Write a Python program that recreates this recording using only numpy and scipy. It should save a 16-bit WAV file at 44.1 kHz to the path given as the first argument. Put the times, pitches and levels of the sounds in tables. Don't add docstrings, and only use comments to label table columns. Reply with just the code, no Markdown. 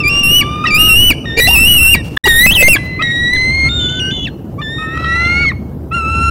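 import sys
import numpy as np
from scipy import signal
from scipy.io import wavfile
from scipy.ndimage import uniform_filter1d, minimum_filter1d

SR = 44100
rng = np.random.default_rng(int(sys.argv[2]) if len(sys.argv) > 2 else 0)


def amplitude_ratio(level_db):
    exponent = np.asarray(level_db, float) / 20
    return 10 ** exponent


def bounce(signal):
    frames = np.transpose(np.atleast_2d(signal))
    limited = np.clip(frames, -1, 1)
    pcm = np.round(limited * 32767).astype(np.int16)
    wavfile.write(sys.argv[1], SR, pcm)


N = 277830


def evened(x):
    return x / np.sqrt(np.mean(x ** 2) + 1e-20)


def read(points, hz):
    f, value = np.transpose(points)
    return np.interp(np.log(hz + 1), np.log(f + 1), value)


def add(mix, s, sound):
    part = mix[round(s * SR):][:len(sound)]
    part += sound[:len(part)]


def spells(rows, gain):
    out = np.zeros(N)
    for start, end, value in rows:
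        add(out, start, gain(value) * signal.windows.tukey(round((end - start) * SR), .5))
    return out


def wobble(size):
    return evened(uniform_filter1d(uniform_filter1d(rng.standard_normal(N), size), size))


def noise(points, patchy_db, size=1024, wide=8, long=5):
    frames, hz = 4 * N // size + 5, np.fft.rfftfreq(size, 1 / SR)
    a, b, patches = rng.standard_normal((frames, len(hz), 3)).T
    patches = uniform_filter1d(patches, int(wide), axis=0)
    patches = evened(uniform_filter1d(patches, int(long), axis=1))
    level_db = read(points, hz)[:, None] + patchy_db * np.minimum(patches, 1.4)
    z = (a + 1j * b) * amplitude_ratio(level_db)
    return evened(signal.istft(z, nperseg=size, noverlap=size - size // 4)[1][:N])


# time_s, gust_db
GUSTS = [(0.0, -22.5), (0.17, -30.5), (0.33, -25.5), (0.58, -26), (1.04, -17.5), (1.25, -34.5),
         (1.5, -16.5), (1.93, -21.5), (2.0, -26.5), (2.2, -22.5), (2.69, -20.5), (3.11, -34.5),
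         (3.59, -20.5), (4.44, -35), (5.35, -20), (5.74, -30), (6.29, -16.5)]
# frequency_hz, density_db (per Hz)
ROAR_SPECTRUM = [(53, -78), (90, -36), (128, -0.5), (165, -8), (245, -6.5), (798, -26.5), (2300, -50),
                 (15700, -64)]


def wind(near):
    t = np.arange(N) / SR
    boom_db = np.interp(t, *np.transpose(GUSTS))
    roar_db = -21 + 0.11 * (boom_db + 26.5) - 0.56 * t
    near_db = 10 * np.log10(abs(uniform_filter1d(near ** 2, size=3000)) + 1e-9)
    hum_from_s, hum_settles_s = 4.2, .9
    rest_db = -53 - 5.0 * np.clip(t - hum_from_s, 0, 1)
    push_db = np.maximum(-15.5 + 5 * np.minimum(near_db + 9, 0), rest_db)
    push = noise([(1, -22.0), (8, -35), (35, -36.5), (60, -45.5), (200, -104.5)], 2.7, size=8192)
    boom = noise([(38, -72.0), (52, -20.5), (66, -28.5), (73, -18), (80, -27.5), (95, -21.5),
                  (140, -47.5), (400, -114.5)], 3.4, size=8192)
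    roar = noise(ROAR_SPECTRUM, 2.2) * amplitude_ratio(1.1 * wobble(size=500))
    settled = np.clip((t - hum_from_s) / hum_settles_s, 0, 1)
    hum_hz = 73 + (2.5 - 1.2 * settled) * wobble(size=6000)
    hum = np.sin(2 * np.pi * np.cumsum(hum_hz) / SR)
    boom = (1 - 0.48 * settled) * boom + (0.51 + .9 * settled) * hum
    hiss = noise([(6000, -48.0), (10000, -8.5), (13500, 0.0), (16000, -4.0)], 2.0)
    limited_push = 0.34 * np.tanh(amplitude_ratio(push_db) * push / 0.34)
    return limited_push + amplitude_ratio(boom_db) * boom + amplitude_ratio(roar_db) * evened(roar) + amplitude_ratio(-58.5) * hiss


# frequency_hz, t60_s
WOODS_DECAY = [(500, 1), (2100, 0.26), (2900, 0.86), (3500, 0.15), (6000, 1), (7500, 0.24), (9000, .6),
               (14000, 0.043)]
# time_s, echo_db
FACING = [
    (0, 1),
    (3, -3),
    (3.9, 1.5),
    (4.5, -11),
    (5.4, 1),
]


def woods(near, far):
    facing_db = np.interp(np.arange(N) / SR, *np.transpose(FACING))
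    source = amplitude_ratio(-24.0 + facing_db) * near + amplitude_ratio(-31.5) * far
    taps = np.zeros(SR)
    at = np.arange(900, SR - 20, 20) + rng.integers(0, 20, (SR - 901) // 20)
    taps[at] = rng.choice([-1., 1.], len(at))
    hz, t, z = signal.stft(taps, SR, nperseg=256)
    decay = amplitude_ratio(-60 * t / read(WOODS_DECAY, hz)[:, None])
    tail = signal.istft(z * decay, SR, nperseg=256)[1]
    echo = signal.fftconvolve(source, tail / np.linalg.norm(tail))[:N]
    slap_s, slap_db = 0.016, -18.5
    add(echo, slap_s, amplitude_ratio(slap_db) * near[:N - round(slap_s * SR)])
    return echo


# start_s, peak_db
TWIG_TICKS = [(0.158, -38.5), (0.178, -43.5), (0.194, -39.5), (0.66, -41.5), (0.675, -38), (2.064, -42),
              (2.1651, -27), (2.845, -42), (2.858, -39.5), (5.747, -51), (5.888, -49)]


def ticks():
    out, t = np.zeros(N), np.arange(600) / SR
    for (s, db), grain in zip(TWIG_TICKS, rng.standard_normal((len(TWIG_TICKS), 600))):
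        bright = np.diff(grain, n=3, prepend=[0, 0, 0])
        add(out, s, amplitude_ratio(db - 7.5 - 60 * t / 0.016) * bright)
    return out


# start_s, end_s, level_db
WING_BEATS = [
    (2.03, 2.1, -38.5),
    (2.09, 2.17, -44),
    (2.82, 2.89, -48.5),
]


def wings():
    rustle = signal.lfilter([1, -1], [1, -1.7, .72], rng.standard_normal(N))
    return spells(WING_BEATS, amplitude_ratio) * evened(rustle)


# start_s, end_s, start_hz, end_hz, level_db
THIN_TONES = [
    (3.7, 4.27, 2132, 2100, -42),
    (4.23, 4.37, 4200, 4200, -52.5),
    (4.4, 4.338, 1420, 1190, -43.5),
    (5.53, 5.75, 2200, 2200, -54),
    (6.03, 6.299, 870, 900, -36),
    (5.94, 6.04, 1100, 870, -40),
    (5.1, 5.45, 900, 840, -40),
    (2.5, 2.625, 1900, 2010, -27),
    (2.69, 2.79, 2080, 2010, -32),
]


def thin_tones():
    out, waver, swell = np.zeros(N), wobble(size=600), wobble(size=400)
    for start, end, hz0, hz1, db in THIN_TONES:
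        at = np.arange(round(start * SR), round(end * SR))
        hz = np.linspace(hz0, hz1, len(at)) * (1 + 0.008 * waver[at])
        tone = np.sin(2 * np.pi * np.cumsum(hz) / SR)
        add(out, start, amplitude_ratio(db + 2.3 * swell[at]) * tone * signal.windows.tukey(len(at), .3))
    return out


# start_s, peak_db, pitch_hz
AIR_PUFFS = [
    (0.422, -33, 246),
    (1.102, -9, 291),
    (1.945, -7.5, 217.2),
    (2.269, -2.5, 395),
    (2.458, -4, 193),
    (2.507, -9.5, 205),
    (2.749, -11.5, 302),
]


def puffs():
    out, t = np.zeros(N), np.arange(900) / SR
    for (s, db, hz), grain in zip(AIR_PUFFS, rng.standard_normal((len(AIR_PUFFS), 900))):
        burst = np.sin(2 * np.pi * hz * t) + 0.47 * evened(uniform_filter1d(grain, size=16))
        add(out, s - .003, amplitude_ratio(db - 3.0) * burst * np.hanning(900))
    return out


def phrase(notes, follows):
    rows = []
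    for second_db, upper_db, points in notes:
        s, hz, db = np.transpose(points)
        slack = db - db.max()
        rows += list(np.transpose([s, hz, db, second_db + slack, upper_db + follows * slack]))
    return sorted(rows, key=lambda row: row[0])


# start_s, end_s, shake_db
HOARSE_SPELLS = [(.402, .43, -15), (.85, .892, -24), (1.093, 1.13, -14), (1.362, 1.406, -14),
                 (1.47, 1.5, -18), (1.77, 1.89, -23), (1.938, 1.962, -14), (2.255, 2.29, -13),
                 (2.458, 2.472, -13), (2.5, 2.58, -22), (2.612, 2.637, -15), (2.674, 2.692, -14),
                 (2.74, 2.775, -16), (3.675, 3.70, -16), (3.795, 3.88, -21), (4.2, 4.3, -20),
                 (4.87, 5.06, -19), (5.1, 5.45, -28), (6.06, 6.299, -27), (1.64, 1.78, -22),
                 (1.5, 1.64, -24), (.78, 1.09, -27), (.1, .4, -27), (2.29, 2.45, -25), (1.89, 1.94, -23),
                 (5.49, 5.53, -18)]
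# frequency_hz, density_db (per Hz)
BREATH_SPECTRUM = [(300, -6.5), (1500, 3.5), (3000, 1), (4500, -38), (9000, -2.5), (16000, -29.5)]


def voice(calls, order, factor, flat_db, steep, jitter, shimmer_db, breath_db, fuzz_db,
          strain_db, sag_db, gape_db, hollow_db):
    tone, air, huff = np.zeros((3, N))
    pitch = [row[:2] for rows in calls for row in rows]
    hz = np.interp(np.arange(N) / SR, *np.transpose(pitch))
    steady = 1. * (abs(np.gradient(hz)) < 6)
    steady = uniform_filter1d(minimum_filter1d(steady, size=60), size=90)
    hz = hz * (1 + jitter * wobble(size=150))
    churn = wobble(size=12) + 1j * wobble(size=12)
    hoarse = 1 + spells(HOARSE_SPELLS, amplitude_ratio) * (wobble(size=70) * .5 + 1j * wobble(size=70))
    turns, level_drift = np.exp(2j * np.pi * np.cumsum(hz) / SR), wobble(size=300)
    for rows in calls:
        s, *columns = np.transpose(rows)
        at = np.arange(round(s[0] * SR), min(round(s[-1] * SR) + 60, N))
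        first_db, second_db, upper_db = (np.interp(at / SR, s, c) for c in columns[-3:])
        upper_db = upper_db + strain_db[at]
        second_db = second_db + sag_db[at] + 2.3 * np.minimum(level_drift[at - 7000], .8)
        turn, beat = turns[at], factor[at]
        shake = beat * (hoarse[at] + amplitude_ratio(fuzz_db) * churn[at])
        fuzz = hoarse[at] + amplitude_ratio(fuzz_db + 0.7 * (first_db + 7.5)) * churn[at]
        slope_db = np.minimum(steep * (upper_db - first_db - flat_db), 0)
        second_churn = 1 + amplitude_ratio(first_db - 26.5) * churn[at - 5000]
        sound = amplitude_ratio(first_db) * turn * shake
        sound = sound + amplitude_ratio(second_db) * (turn * beat * fuzz) ** 2 * second_churn
        for k in range(3, 10):
            octaves = np.log2(k / order) + 6 * np.log2(max(k / 7.5, 1))
            octaves = octaves + 5.5 * np.log2(np.maximum(k * hz[at] / 9800, 1))
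            flicker_db = 1.8 * np.log2(k) * np.minimum(level_drift[at - 3000 * k], .6)
            beak_db = (k > order) * gape_db[at] + (k < order) * hollow_db[at]
            partial_db = upper_db + slope_db * octaves + flicker_db + beak_db
            sound += amplitude_ratio(partial_db) * (turn * fuzz) ** k * beat * (k * hz[at] < 16500)
        window = signal.windows.tukey(len(at), min(1, 440 / len(at)))
        edge = amplitude_ratio(shimmer_db * level_drift[at]) * window * (0.23 + .75 * steady[at])
        tone[at] += np.sqrt(2) * sound.imag * edge
        air[at] += amplitude_ratio(upper_db - 6.0 + 0.31 * (first_db + 1)) * edge
        huff[at] += amplitude_ratio(first_db - 20.0) * edge
    hiss = noise(BREATH_SPECTRUM, 6, size=512, wide=4, long=16)
    dull = signal.sosfilt(signal.butter(4, 3800, fs=SR, output="sos"), hiss)
    return tone + amplitude_ratio(breath_db) * (air * hiss + huff * dull)


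# [time_s, pitch_hz, effort_db]
FAR_CALLS = [
    (-31.5, -34.5, [(0, 1200, -28.5), (0.15, 1156, -27.5), (0.33, 1183, -32.5), (0.38, 1165, -42.5), (0.42, 1160, -24), (0.5, 1189, -23), (0.72, 1235, -20.5), (0.94, 1278, -25), (0.96, 1326, -67)]),
    (-27, -42.5, [(1.236, 1210, -47), (1.254, 1257, -30.5), (1.256, 1866, -24), (1.31, 1806, -23.5), (1.38, 1859, -26.5), (1.5, 1888, -34), (1.8, 2004, -39.5), (1.93, 1957, -44)]),
    (-27.5, -41, [(1.945, 1920, -31), (1.975, 1924, -19), (2.015, 1796, -34)]),
    (-37.5, -82, [(2.78, 2004, -26), (3.0, 2043, -23.5), (3.07, 2173, -27.5), (3.115, 2164, -25), (3.135, 2147, -48)]),
    (-26, -52.5, [(3.348, 1927, -21), (3.358, 1880, -24), (3.372, 1565, -26)]),
    (-36, -46, [(3.64, 1305, -35.5), (3.72, 1417, -30), (3.8, 1442, -31.5), (4.11, 1554, -24.5), (4.14, 1570, -49)]),
    (-28, -33.5, [(4.78, 1254, -28.5), (4.83, 1275, -26), (4.95, 1313, -27.5), (5.05, 1321, -22), (5.2, 1370, -20), (5.43, 1420, -21), (5.448, 1358, -22.5), (5.462, 1163, -26)]),
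]
# start_s, end_s, overtones_db
FAR_SLACK_SPELLS = [
    (4.77, 5.0, -9.5),
]
# start_s, end_s, level_db
FAR_SECOND_SAGS = [
    (2.97, 3.15, -15),
]


def far_bird():
    calls = [phrase([call], follows=1) for call in FAR_CALLS]
    return voice(calls, order=3, factor=np.ones(N), flat_db=17.0, steep=0.94, jitter=0.00354,
                 shimmer_db=1.5, breath_db=0.0, fuzz_db=-28.5,
                 strain_db=spells(FAR_SLACK_SPELLS, float), sag_db=spells(FAR_SECOND_SAGS, float),
                 gape_db=np.zeros(N), hollow_db=np.zeros(N))


# start_s, end_s,
# start_beat_hz, end_beat_hz, lower_sideband_db
SIDEBAND_BEATS = [(0.656, 0.708, 847, 729.5, -14.5), (1.362, 1.417, 1883, 1955, -4),
                  (1.466, 1.494, 2098, 1985.5, -5.5), (1.497, 1.57, 1879, 1761, -20.5),
                  (2.254, 2.271, 1012, 1106, -5.5), (3.009, 3.027, 673, 735.5, -10.5),
                  (2.504, 2.554, 2717.5, 2303, -21.5), (2.606, 2.651, 2050.5, 1963.5, -13),
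                  (2.555, 2.59, 2090.5, 2079.5, -22), (1.545, 1.64, 1521, 1258, -28),
                  (1.79, 1.925, 1428.5, 1058, -33), (1.366, 1.404, 470.5, 482.5, -11),
                  (2.256, 2.276, -960, -820, -7), (2.268, 2.286, -420, -350, -14),
                  (2.762, 2.778, 598, 563, -8), (5.46, 5.505, -1060, -1000, -26),
                  (5.245, 5.275, -1380, -1380, -24), (2.272, 2.286, 399.5, 429.5, -15),
                  (2.16, 2.176, 600.5, 602.5, -16.5), (2.626, 2.642, -480, -380, -10),
                  (2.3, 2.36, 330, 300, -26.5), (2.612, 2.632, -620, -420, -20),
                  (4.275, 4.29, -850, -950, -17), (2.29, 2.32, 957.5, 938.5, -29),
                  (5.935, 5.99, -700, -690, -38), (2.622, 2.635, 1545, 1569, 0),
                  (2.623, 2.634, -530, -480, -8.5), (2.602, 2.624, 559.5, 539.5, -11.5),
                  (2.678, 2.69, 2133.5, 2202, 0), (3.325, 3.701, 1018, 1101.5, -32.5),
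                  (5.912, 5.929, 670, 744.5, -17.5), (4.605, 4.632, 586, 769, -15),
                  (4.939, 4.987, 620.5, 638.5, -8.5), (4.992, 5.05, 639.5, 646, -4.5),
                  (5.05, 5.074, 621, 620, -9.5)]
# start_s, end_s, start_beat_hz, end_beat_hz, level_db
MEMBRANE_DUETS = [
    (3.796, 3.872, 560, 480, -13.5),
    (3.885, 4.001, 540, 430, -7),
    (4.107, 4.255, 505, 420, -5),
    (5.94, 5.99, 720, 700, -30),
]


def beating():
    out, rasp = np.ones(N, complex), wobble(size=40)
    flutter = amplitude_ratio(3.8 * wobble(size=120))
    for table, upper_db in [(SIDEBAND_BEATS, -10.5), (MEMBRANE_DUETS, -24)]:
        for start, end, hz0, hz1, low_db in table:
            n = round((end - start) * SR)
            beat_hz = np.linspace(hz0, hz1, n) + 28 * rasp[:n]
            turn = np.exp(2j * np.pi * np.cumsum(beat_hz) / SR)
            sidebands = amplitude_ratio(low_db) / turn + amplitude_ratio(low_db + upper_db) * turn
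            window = signal.windows.tukey(n, min(1, 260 / n))
            add(out, start, sidebands * flutter[round(start * SR):][:n] * window)
    return out


# [time_after_break_s, pitch_hz, effort_db]
CLOSING_STEPS = [
    (-21, -28.5, [(-.013, 2360, -7.5), (0.0, 2230, -14.5)]),
    (-31.5, -64.5, [(.002, 1750, -25), (.015, 1587, -25)]),
]


def closing(s, last_db):
    return [(second_db + db, fourth_db + db, np.array(points) + [s, 0, db])
            for (second_db, fourth_db, points), db in zip(CLOSING_STEPS, [0, last_db])]


# [time_s, pitch_hz, effort_db]
SCREAM_1 = [
    (-23.5, -42, [(0.0, 2740, -9.5), (0.03, 2570, -27)]),
    (-22, -38.5, [(0.039, 2324, -13.5), (0.081, 2430, -8), (0.092, 2457, -14.5)]),
    (-21.5, -35.5, [(0.096, 2738, -14), (0.192, 2815, -10), (0.215, 2830, -15), (0.224, 2764, -18.5)]),
    (-21, -22, [(0.236, 2755, -8), (0.264, 2736, -10), (0.382, 2979, -6.5), (0.405, 2854, -9), (0.411, 2709, -9.5)]),
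]
SCREAM_2 = [
    (-20.5, -41.5, [(0.637, 1300, -12.5), (0.652, 1246, -12)]),
    (-19, -65.5, [(0.653, 1880, -15), (0.668, 1935, -10)]),
    (-24, -55, [(0.669, 2820, -10), (0.681, 2636, -12.5), (0.703, 2635, -19)]),
    (-18, -26, [(0.709, 2330, -12.5), (0.722, 2350, -12), (0.755, 2402, -6.5), (0.776, 2560, -9.5)]),
    (-24.5, -20, [(0.782, 2760, -11), (0.808, 2834, -5.5), (0.878, 2860, -9), (0.897, 2730, -5.5), (0.954, 2745, -9), (0.964, 2823, -6.5), (1.027, 2946, -7.5), (1.088, 2987, -7), (1.1, 2850, -8)]),
]
SCREAM_3 = [
    (-18.5, -24, [(1.365, 2326, -26), (1.374, 2335, -14.5), (1.402, 2402, -5.5)]),
    (-11.5, -30.5, [(1.403, 1933, -11), (1.44, 1960, -13), (1.472, 2035, -11.5)]),
    (-21.5, -19, [(1.473, 2730, -7.5), (1.53, 2808, -8.5), (1.546, 2770, -6), (1.56, 2580, -7.5), (1.615, 2695, -7.5), (1.636, 2668, -7.5)]),
    (-20, -10, [(1.69, 2939, -7), (1.769, 2880, -6.5), (1.795, 2646, -8), (1.816, 2738, -7.5), (1.859, 2696, -6), (1.925, 2820, -8), (1.941, 2767, -2)]),
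]
YELP_4 = [
    (-1.5, -38.5, [(2.166, 1675, -28), (2.176, 1770, 3.5)]),
]
SCREAM_5 = [
    (-5.5, -17, [(2.238, 1835, -1.5), (2.251, 1950, -10), (2.265, 1928, -11.5), (2.288, 1890, -6), (2.331, 1830, -10), (2.392, 1880, -7), (2.428, 1975, -8.5), (2.463, 2061, -2)]),
    (-24.5, -19.5, [(2.464, 2578, -7), (2.505, 2646, -6.5), (2.514, 3034, -11), (2.526, 3160, -6.5), (2.538, 3483, -14.5)]),
    (-28.5, -18, [(2.54, 4010, -18), (2.548, 3770, -13), (2.553, 3210, -7.5), (2.569, 2962, -7.5), (2.579, 2643, -8), (2.623, 2597, -6)]),
    (-30, -22, [(2.625, 2056, -6.5), (2.68, 2136, -4.5)]),
    (-23, -16.5, [(2.682, 2743, -8), (2.725, 2718, -6.5), (2.74, 2433, -7.5)]),
]
WAIL_6 = [
    (-21, -52.5, [(2.99, 1146, -22.5), (3.0, 1255, -19.5), (3.021, 1317, -17.5)]),
    (-19, -43.5, [(3.022, 1926, -13), (3.091, 1889, -15), (3.295, 1942, -14)]),
    (-17, -33.5, [(3.326, 1988, -14.5), (3.337, 2008, -7), (3.344, 2034, -17.5), (3.349, 2010, -9.5), (3.356, 2034, -12), (3.492, 2058, -13.5), (3.559, 2144, -14.5), (3.666, 2119, -11.5), (3.69, 2190, -15.5)]),
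    (-37, -92, [(3.691, 3607, -18.5), (3.758, 3670, -16.5), (3.858, 3503, -15), (3.915, 3560, -22), (3.994, 3500, -21.5)]),
    (-33, -48, [(4.0, 2900, -17), (4.03, 2863, -17.5), (4.1, 2892, -21), (4.109, 3040, -24)]),
    (-47, -76, [(4.113, 3500, -21), (4.157, 3530, -21.5), (4.204, 3380, -23.5), (4.253, 3450, -23), (4.257, 2780, -19.5), (4.27, 2610, -22)]),
    (-27, -52, [(4.273, 1910, -25), (4.292, 1514, -31.5)]),
]
WAIL_7 = [
    (-36, -56, [(4.578, 1097, -40), (4.59, 1143, -25.5), (4.615, 1220, -26)]),
    (-28, -52, [(4.616, 1802, -26.5), (4.666, 1751, -24.5), (4.739, 1843, -25.5), (4.81, 1837, -25)]),
    (-34, -50.5, [(4.848, 1848, -20.5), (4.88, 1806, -26.5), (4.94, 1885, -23.5), (4.976, 1896, -22), (4.988, 1937, -29), (5.04, 1937, -28.5)]),
    (-27.5, -47, [(5.053, 1899, -19), (5.125, 1935, -14.5), (5.422, 2240, -13), (5.488, 2157, -10.5), (5.515, 1794, -23)]),
    (-24, -87, [(5.517, 1254, -19), (5.523, 1060, -30.5), (5.53, 1027, -56)]),
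]
CRY_8 = [
    (-18, -39, [(5.908, 1290, -44), (5.918, 1305, -20), (5.948, 1397, -16), (6.036, 1309, -19.5), (6.147, 1350, -16.5), (6.298, 1363, -13.5)]),
]
# time_s, last_step_db
VOICE_BREAKS = [
    (.425, -2.5),
    (1.124, -4.5),
    (1.958, -4.5),
    (2.759, 12),
]
# start_s, end_s, overtones_db
THROAT_STRAIN = [(0, .036, -8), (.076, .095, 12), (.408, .445, -16), (.705, .748, -6), (1.105, 1.145, -7.5),
                 (1.364, 1.405, -0.5), (1.4, 1.465, 4), (3.329, 3.345, 3.5), (3.02, 3.12, -2.5),
                 (5.91, 5.93, -8), (5.39, 5.49, -6.5), (1.95, 1.975, -5), (4.11, 4.25, 8)]
# start_s, end_s, level_db
SECOND_SAGS = [(2.252, 2.285, -5.5), (2.43, 2.467, -8.5), (2.62, 2.685, 1), (3.315, 3.328, -6),
               (4.82, 4.87, -9), (4.92, 5.045, -9.5), (2.26, 2.274, -9), (1.65, 1.79, -3.5),
               (0.085, .22, -0.5), (.9, 1.0, 1.5), (2.69, 2.76, -2), (2.465, 2.62, -3), (1.5, 1.65, -2),
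               (1.79, 1.94, -2)]
# start_s, end_s, level_db
BEAK_GAPE = [(1.4, 1.475, 7), (1.36, 1.405, 1), (.03, .1, 2.5), (2.29, 2.46, 6.5), (5.93, 6.299, 1.5),
             (3.69, 4.0, -3), (5.04, 5.4, 6), (4.6, 4.7, -6.5)]
# start_s, end_s, level_db
THIRD_HOLLOW = [(2.24, 2.4, -8.5), (1.47, 1.6, -4.5), (4.26, 4.3, -7), (3.02, 3.3, -1.5), (5.05, 5.3, 3),
                (5.92, 6.299, 1), (3.69, 3.95, -10), (2.47, 2.68, -2)]


def near_bird():
    full = [SCREAM_1, SCREAM_2, SCREAM_3, SCREAM_5]
    closed = [call + closing(*row) for call, row in zip(full, VOICE_BREAKS)]
    ordered = closed[:3] + [YELP_4] + closed[3:] + [WAIL_6, WAIL_7, CRY_8]
    calls = [phrase(call, follows=1.76) for call in ordered]
    return voice(calls, order=4, factor=beating(), flat_db=-21.0, steep=1.0, jitter=0.0031,
                 shimmer_db=0.38, breath_db=-9.5, fuzz_db=-35.0,
                 strain_db=spells(THROAT_STRAIN, float), sag_db=spells(SECOND_SAGS, float),
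                 gape_db=spells(BEAK_GAPE, float), hollow_db=spells(THIRD_HOLLOW, float))


def scene():
    near, far = near_bird(), far_bird()
    mixing = amplitude_ratio(-31.5 + 4.0 * wobble(size=500)) * near * far
    mix = wind(near) + woods(near, far) + ticks() + wings() + thin_tones() + puffs() + mixing + far + near
    return np.array([mix, mix])


def thinned(x, under_db, hole_db):
    hz, t, z = signal.stft(x[0], SR, nperseg=1024, noverlap=768)
    power = uniform_filter1d(abs(z) ** 2, size=9, axis=1)
    band = np.arange(len(hz)) // 8
    band_power = abs(np.add.reduceat(power, np.arange(0, len(hz), 8))) / 8
    band_db = 10 * np.log10(band_power + 1e-18)[band]
    luck = uniform_filter1d(rng.standard_normal((len(t), 65)), size=12, axis=0)
    luck_db = 3.7 * evened(luck).T[band]
    peak_db = 10 * np.log10(power.max(axis=0) + 1e-18)
    threshold_db = peak_db - under_db - luck_db - 1.5 * (hz[:, None] - 5000) / 1000
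    weak = (band_db < threshold_db) & (abs(hz - 8000) < 4500)[:, None]
    holes_db = hole_db * uniform_filter1d(weak * 1., size=3, axis=1)
    return signal.istft(z * amplitude_ratio(holes_db), SR, nperseg=1024, noverlap=768)[1][None, :N]


def roll_off(x):
    return signal.sosfilt(signal.butter(12, 15880, fs=SR, output="sos"), x)


# cut_s, return_s, fade_in_s
LINK_GAP = (2.1765, 2.2355, .017)
# start_s, end_s, level_db
TREBLE_SPLITS = [
    (.848, .888, -8),
    (1.768, 1.812, -12),
    (1.826, 1.876, -6),
    (2.293, 2.336, -13),
    (3.365, 3.41, -26),
]


def record(dry):
    bent = dry + .2 * dry ** 2
    clipped = bent / (1 + abs(bent / .98) ** 10) ** (1 / 10)
    cut, back, fade = LINK_GAP
    t = np.arange(N) / SR
    link = np.where(t < cut, 1, np.clip((t - back) / fade, .0002, 1))
    sent = link * thinned(clipped[:1], under_db=61, hole_db=-22)
    lowpass = signal.firwin(511, 15880, window=("kaiser", 9), fs=SR)
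    limited = signal.oaconvolve(sent, lowpass[None], "same")
    treble = signal.sosfilt(signal.butter(6, 6800, "high", fs=SR, output="sos"), limited[0])
    side = spells(TREBLE_SPLITS, amplitude_ratio) * treble * wobble(size=60)
    mix = np.clip(limited + [[1], [-1]] * side, -1, 1)
    return roll_off(mix)


dry = scene()
out = record(dry)
bounce(out)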